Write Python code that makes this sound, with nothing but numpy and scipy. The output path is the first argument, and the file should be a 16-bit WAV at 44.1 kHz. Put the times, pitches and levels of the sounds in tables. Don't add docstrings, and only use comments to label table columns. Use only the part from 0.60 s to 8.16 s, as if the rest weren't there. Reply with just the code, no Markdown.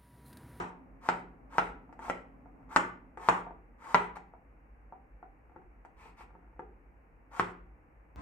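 import sys
import numpy as np
from scipy import signal
from scipy.fft import rfft, irfft, next_fast_len
from scipy.io import wavfile

SR = 44100
rng = np.random.default_rng(int(sys.argv[2]) if len(sys.argv) > 2 else 0)


def file_out(sig):
    cols = np.atleast_2d(sig).T
    lim = np.clip(cols, -1, 1)
    pcm = np.round(lim * 32767).astype(np.int16)
    wavfile.write(sys.argv[1], SR, pcm)


N = 333396
LEAD = SR // 10
TOTAL = N + LEAD
BLOW_S = 0.12

# land_s, level_db, knock_hz, thud_db, clack_db, crack_db, heel_db, cut_s, crunch_db
STROKES = [(-0.024, -11, 933, 2, -7, 0, -16, 0.079, -42),
           (0.4887, -12, 880, 1.5, 0.5, 3.5, -15.5, 0.085, -49.5),
           (0.9831, -9.5, 877, -6, -3.5, -0.5, -18.5, 0.092, -51.5),
           (1.4988, -18.5, 684, 4, 3, 4.5, -8.5, 0.12, -49.5),
           (2.162, -7.5, 1090, 2.5, 3.5, 6.5, -6.5, 0.079, -49),
           (2.6873, -5.5, 1042, -6.5, -2, 3, -18.5, 0.12, -48.5),
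           (3.3454, -7, 1023, -2.5, 2.5, -1.5, -14, 0.17, -50),
           (6.7968, -11.5, 1070, 5.5, 1, -1.5, -16, 0.095, -48)]
# pitch_hz, level_db, t60_s
BOARD_MODES = [(176, -44.5, 0.035), (275, -29.5, 0.016), (358.4, -31, 0.042), (380, -38, 0.012),
               (475, -24, 0.021), (626, -31, 0.017), (780, -28, 0.084), (894, -20, 0.023),
               (932, -20.5, 0.039), (1160, -21, 0.085), (1226, -26, 0.035), (1324, -15.5, 0.029),
               (1410, -23.5, .018), (1930, -21.5, 0.034), (1806, -21, .012), (2330, -31, 0.015)]
# freq_hz, density_db
CRACK_SPECTRUM = [(1200, -16), (2400, 3), (3000, 1.5), (4500, -2.5), (6500, -2.5), (7800, 2), (9800, -14.5),
                  (12000, -19), (15500, -47)]
# freq_hz, density_db
CRUNCH_SPECTRUM = [(120, -26.5), (400, -13.5), (620, -9), (850, 1.5), (1100, 1.5), (1400, -3.5),
                   (1700, -10), (2300, -13), (3000, -33), (6000, -51.5)]
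# freq_hz, density_db
FIZZ_SPECTRUM = [(1500, -12.5), (3000, 4), (4500, -1.5), (6500, -3), (8300, 4), (10000, -10), (12500, -13),
                 (15500, -29.5)]
# start_s, level_db, thud_db, crack_db
LIGHT_TOUCHES = [(0.953, -41.5, 10.5, -36), (1.293, -48, -1, -21), (1.327, -46, 13, 6.5),
                 (1.392, -41, 12, 2), (1.454, -41, -6, -5), (1.482, -33.5, -2, -11),
                 (1.858, -46.5, -7, -20), (2.574, -37.5, 17, 3), (2.867, -35.5, -8, -23),
                 (2.908, -39.5, 9, -29), (3.569, -34.5, -1, 2), (3.737, -43.5, 3, -27),
                 (4.324, -37.5, -3, -29), (4.628, -39.5, 5, -21), (4.962, -44, 16.5, -16),
                 (5.250, -44, 6, 5.5), (5.457, -46.5, 16.5, -29), (5.608, -46, 7, -11),
                 (5.752, -50, 16.5, -14), (5.994, -37, 18, -8.5)]
# start_s, end_s
HANDLING_SPANS = [(1.95, 2.08), (4.87, 5.02), (5.66, 5.95)]
# start_s, end_s, level_db
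WIPE_SPANS = [(3.553, 3.57, -50), (5.359, 5.526, -59.5), (5.561, 5.648, -57.5)]
# freq_hz, density_db
WIPE_SPECTRUM = [(200, 1), (550, -4), (1000, 13), (1600, -0.5), (2400, 4), (3200, -12), (4500, -14.5),
                 (6500, -22.5), (8500, -14), (10000, -28), (13000, -27), (15500, -44)]
# left_delay_s, right_delay_s, level_db
WALL_ECHOES = [(.0046, 0.011, -9), (.0093, 0.014, -15.5), (0.0495, .0515, -24.5)]
# pitch_hz, gain_db
ROOM_MODES = [(116, 4.5), (178.5, 18.5), (268, 3.5), (358, 5.5), (417, 10), (468, 6), (651, 2), (742, 0),
              (823, 3.5), (896, 1), (975, 1), (1128, -3)]
# freq_hz, t60_s
ROOM_DECAY = [(100, 0.65), (260, 0.61), (500, 0.43), (1000, 0.41), (2000, 0.4), (5000, 0.29), (12000, 0.19)]
# freq_hz, gain_db
ROOM_SPECTRUM = [(60, -2.5), (130, -1.5), (260, -2), (420, 4), (620, -2.5), (950, -3.5), (1500, -2.5),
                 (2300, 0.5), (4000, -4), (8000, -6), (14000, -10.5)]
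# freq_hz, correlation
EAR_CORRELATION = [(60, 0.97), (170, 0.76), (330, 0.81), (700, 0.2), (1200, -0.22), (2200, -.05),
                   (8000, 0.9)]
# freq_hz, density_db
AIR_SPECTRUM = [(40, -8.5), (90, -1), (130, -3), (180, -5.5), (250, -4.5), (310, -2.5), (380, -10.5),
                (480, -6), (620, -11.5), (800, -7.5), (1050, -12), (2250, -18), (2750, -27), (3400, -55)]
# freq_hz, density_db
RUMBLE_SPECTRUM = [(22, -24.5), (34, -9), (43, 12), (56, 11.5), (64, 0), (74, -18.5), (110, -64.5)]
# freq_hz, density_db
DRONE_SPECTRUM = [(80, -23), (115, -4), (220, -5), (268, 7), (295, -2.5), (330, -13.5), (700, -11.5),
                  (1200, -18.5), (2500, -63)]
# centre_hz, width_hz, gain_db
MIC_PORTS = [(6160, 3500, 2), (11800, 3100, 1.5)]


def chops(paths, usual_t60_s=0.009, usual_heel_s=0.005, counter_hz=104, counter_t60_s=0.16):
    out = np.zeros((2, TOTAL))
    t = seconds(BLOW_S)
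    usual_db, usual_heel_db = np.mean([(row[1], row[6]) for row in STROKES], axis=0)
    for land_s, level_db, knock_hz, thud_db, clack_db, crack_db, heel_db, _, _ in STROKES:
        t60_s = usual_t60_s * from_db(level_db - usual_db) ** 0.22
        heel_s = usual_heel_s / from_db(heel_db - usual_heel_db) ** 0.45
        tip = blow(knock_hz, t60_s, thud_db, clack_db, crack_db, contact_hz=1670, order=2)
        heel = from_db(heel_db) * np.interp(t - heel_s, t, tip, left=0)
        boom_db = -40.5 + 1.1 * thud_db - 60 * t / counter_t60_s
        boom = from_db(boom_db) * np.sin(2 * np.pi * counter_hz * t)
        add(out, land_s, from_db(level_db) * kitchen(tip + heel + boom + squelch(), paths))
    return out


def blow(knock_hz, knock_t60_s, thud_db, clack_db, crack_db, contact_hz, order,
         thud_below_hz=550, clack_above_hz=1250, spread_db=5.5, detune=0.008, crack_t60_s=0.0099):
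    t = seconds(BLOW_S)
    body = ring(t, knock_hz, knock_t60_s)
    for hz, db, t60_s in BOARD_MODES:
        strength, shift = rng.standard_normal(2)
        weight_db = thud_db * (hz < thud_below_hz) + clack_db * (hz > clack_above_hz)
        body += from_db(db + weight_db + spread_db * strength) * ring(t, hz * (1 + detune * shift), t60_s)
    crack = coloured(rng.standard_normal(len(t)), CRACK_SPECTRUM)
    crack *= from_db(-30 + crack_db - 60 * t / crack_t60_s)
    softness = signal.butter(order, contact_hz, fs=SR, output="sos")
    return crack - signal.sosfilt(softness, body)


def slices(bursts_per_s=3000, spread_db=1.5, entry_share=0.43, release_s=0.0044,
           swell_db=4.5, fizz_db=-19.5, juice_swell_db=10):
    crunch_gain, fizz_gain = np.zeros((2, TOTAL))
    for land_s, *_, cut_s, crunch_db in STROKES:
        t = seconds(cut_s)
        depth = t / t[-1]
        fade = np.clip(np.minimum(depth / entry_share, (t[-1] - t) / release_s + 0.5), 0, 1)
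        stroke = fade * from_db(crunch_db + swell_db * (depth - 1))
        add(crunch_gain, land_s - cut_s, stroke)
        add(fizz_gain, land_s - cut_s, stroke * from_db(fizz_db + juice_swell_db * (depth - 0.5)))
    sizes = from_db(spread_db * np.minimum(rng.exponential(1, TOTAL), 4))
    signs = rng.choice([-1, 1], TOTAL)
    bursts = sizes * signs * (rng.random(TOTAL) < bursts_per_s / SR)
    return crunch_gain * coloured(bursts, CRUNCH_SPECTRUM) + fizz_gain * coloured(bursts, FIZZ_SPECTRUM)


def squelch(level_db=-56, t60_s=0.53):
    t = seconds(BLOW_S)
    return coloured(rng.standard_normal(len(t)), FIZZ_SPECTRUM) * from_db(level_db - 60 * t / t60_s)


def touches(usual_contact_hz=1860, settle_s=0.0051, settle_db=-7, pitch_spread=0.029):
    out = np.zeros(TOTAL)
    for start_s, level_db, thud_db, crack_db in LIGHT_TOUCHES + nudges():
        contact_hz = usual_contact_hz * from_db(crack_db) ** 0.13
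        for delay_s, gain_db in [(0, 0), (settle_s * rng.uniform(0.46, 1.3), settle_db)]:
            pitch_ratio = np.exp(pitch_spread * rng.standard_normal())
            tap = blow(knock_hz=780 * pitch_ratio, knock_t60_s=0.021, thud_db=thud_db, clack_db=-1.5,
                       crack_db=crack_db, contact_hz=contact_hz, order=4)
            add(out, start_s + delay_s, from_db(level_db + gain_db) * tap)
    return out


def nudges(rate_per_s=29, mean_db=-58, spread_db=2, thud_db=14, crack_db=-6):
    rows = []
    for start_s, end_s in HANDLING_SPANS:
        for slot_s in np.arange(start_s, end_s, 1 / rate_per_s):
            nudge_s = slot_s + rng.random() / rate_per_s
            rows.append((nudge_s, mean_db + spread_db * rng.standard_normal(), thud_db, crack_db))
    return rows


def wipes():
    gain = np.zeros(TOTAL)
    for start_s, end_s, level_db in WIPE_SPANS:
        arch = np.sin(np.linspace(0, np.pi, int((end_s - start_s) * SR)))
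        add(gain, start_s, from_db(level_db) * arch)
    return gain * coloured(rng.standard_normal(TOTAL), WIPE_SPECTRUM)


def kitchen(x, paths, scatter_db=-5.5, scatter_t60_s=0.06):
    t = seconds(1)
    envelope = from_db(-60 * t / scatter_t60_s) * np.clip((t - 0.002) / 0.001, 0, 1)
    scatter = from_db(scatter_db) * diffuse(len(t)) * envelope / np.linalg.norm(envelope)
    return signal.fftconvolve(x[None], paths + scatter + reverberation(), axes=1)


def fixed_paths(left_db=0.83):
    t = seconds(1)
    response = np.zeros((2, len(t)))
    response[0, 0], response[1, 3] = from_db(left_db), from_db(-left_db)
    for left_s, right_s, db in WALL_ECHOES:
        response[[0, 1], [int(left_s * SR), int(right_s * SR)]] += from_db(db)
    for hz, db in ROOM_MODES:
        t60_s = at_hz(ROOM_DECAY, hz)
        unity_scale = 2 * np.log(1000) / (t60_s * SR)
        response += from_db(db) * unity_scale * ring(t, hz, t60_s)
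    return response


def reverberation(build_s=0.0044):
    t = seconds(1)
    hz = np.arange(len(t) // 2 + 1.0)
    spectrum = rfft(diffuse(len(t))) * from_db(at_hz(ROOM_SPECTRUM, hz))
    octave = np.log2((hz + 1) / 1000)
    build = np.clip(t / build_s, 0, 1)
    tail = np.zeros((2, len(t)))
    for band in range(-4, 5):
        share = np.clip(1 - np.abs(octave - band), 0, 1)
        envelope = build * from_db(-60 * t / at_hz(ROOM_DECAY, 1000 * 2.0 ** band))
        tail += irfft(spectrum * share, len(t)) * envelope / np.linalg.norm(envelope)
    return tail


def background(air_db=-64, rumble_db=-58.5, drone_db=-58.5, hold_s=2.1, sink_db_per_s=8, max_sink_db=19):
    air, rumble, drone = [coloured(diffuse(next_fast_len(N))[:, :N], spectrum)
                          for spectrum in (AIR_SPECTRUM, RUMBLE_SPECTRUM, DRONE_SPECTRUM)]
    sink_db = np.clip(sink_db_per_s * (np.arange(N) / SR - hold_s), 0, max_sink_db)
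    return from_db(air_db) * air + from_db(rumble_db) * rumble + from_db(drone_db - sink_db) * drone


def diffuse(size):
    mid, side = rfft(rng.standard_normal((2, size)))
    alike = at_hz(EAR_CORRELATION, np.arange(len(mid)) * SR / size)
    return irfft(np.sqrt((1 + alike) / 2) * mid + np.sqrt((1 - alike) / 2) * side * [[1], [-1]], size)


def coloured(x, spectrum):
    size = next_fast_len(x.shape[-1])
    gain = from_db(at_hz(spectrum, np.arange(size // 2 + 1) * SR / size))
    shaped = irfft(rfft(x, size) * gain, size)[..., :x.shape[-1]]
    return shaped / np.sqrt(np.mean(shaped ** 2) + 1e-20)


def ring(t, hz, t60_s):
    return np.cos(2 * np.pi * hz * t) * from_db(-60 * t / t60_s)


def add(track, start_s, sound):
    start = max(int(round(start_s * SR)) + LEAD, 0)
    part = sound[..., :TOTAL - start]
    track[..., start:start + part.shape[-1]] += part


def at_hz(points, hz):
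    table = np.array(points)
    return np.interp(np.log(np.maximum(hz, 1)), np.log(table[:, 0]), table[:, 1])


def from_db(db):
    return 10 ** (np.asarray(db) / 20)


def seconds(length_s):
    return np.arange(int(length_s * SR)) / SR


def scene():
    paths = fixed_paths()
    work = chops(paths) + kitchen(touches() + slices() + wipes(), paths)[:, :TOTAL]
    return work[:, LEAD:] + background()


def record(dry, ceiling=0.52, cutoff_hz=15500):
    rounded = dry / (1 + (dry / ceiling) ** 4) ** 0.25
    heard = []
    for channel, (hz, width_hz, db) in zip(rounded, MIC_PORTS):
        resonance = signal.lfilter(*signal.iirpeak(hz, hz / width_hz, fs=SR), channel)
        heard.append(channel + from_db(db) * resonance)
    return signal.sosfilt(signal.ellip(10, 0.1, 80, cutoff_hz, fs=SR, output="sos"), heard)


dry = scene()
out = record(dry)
file_out(out)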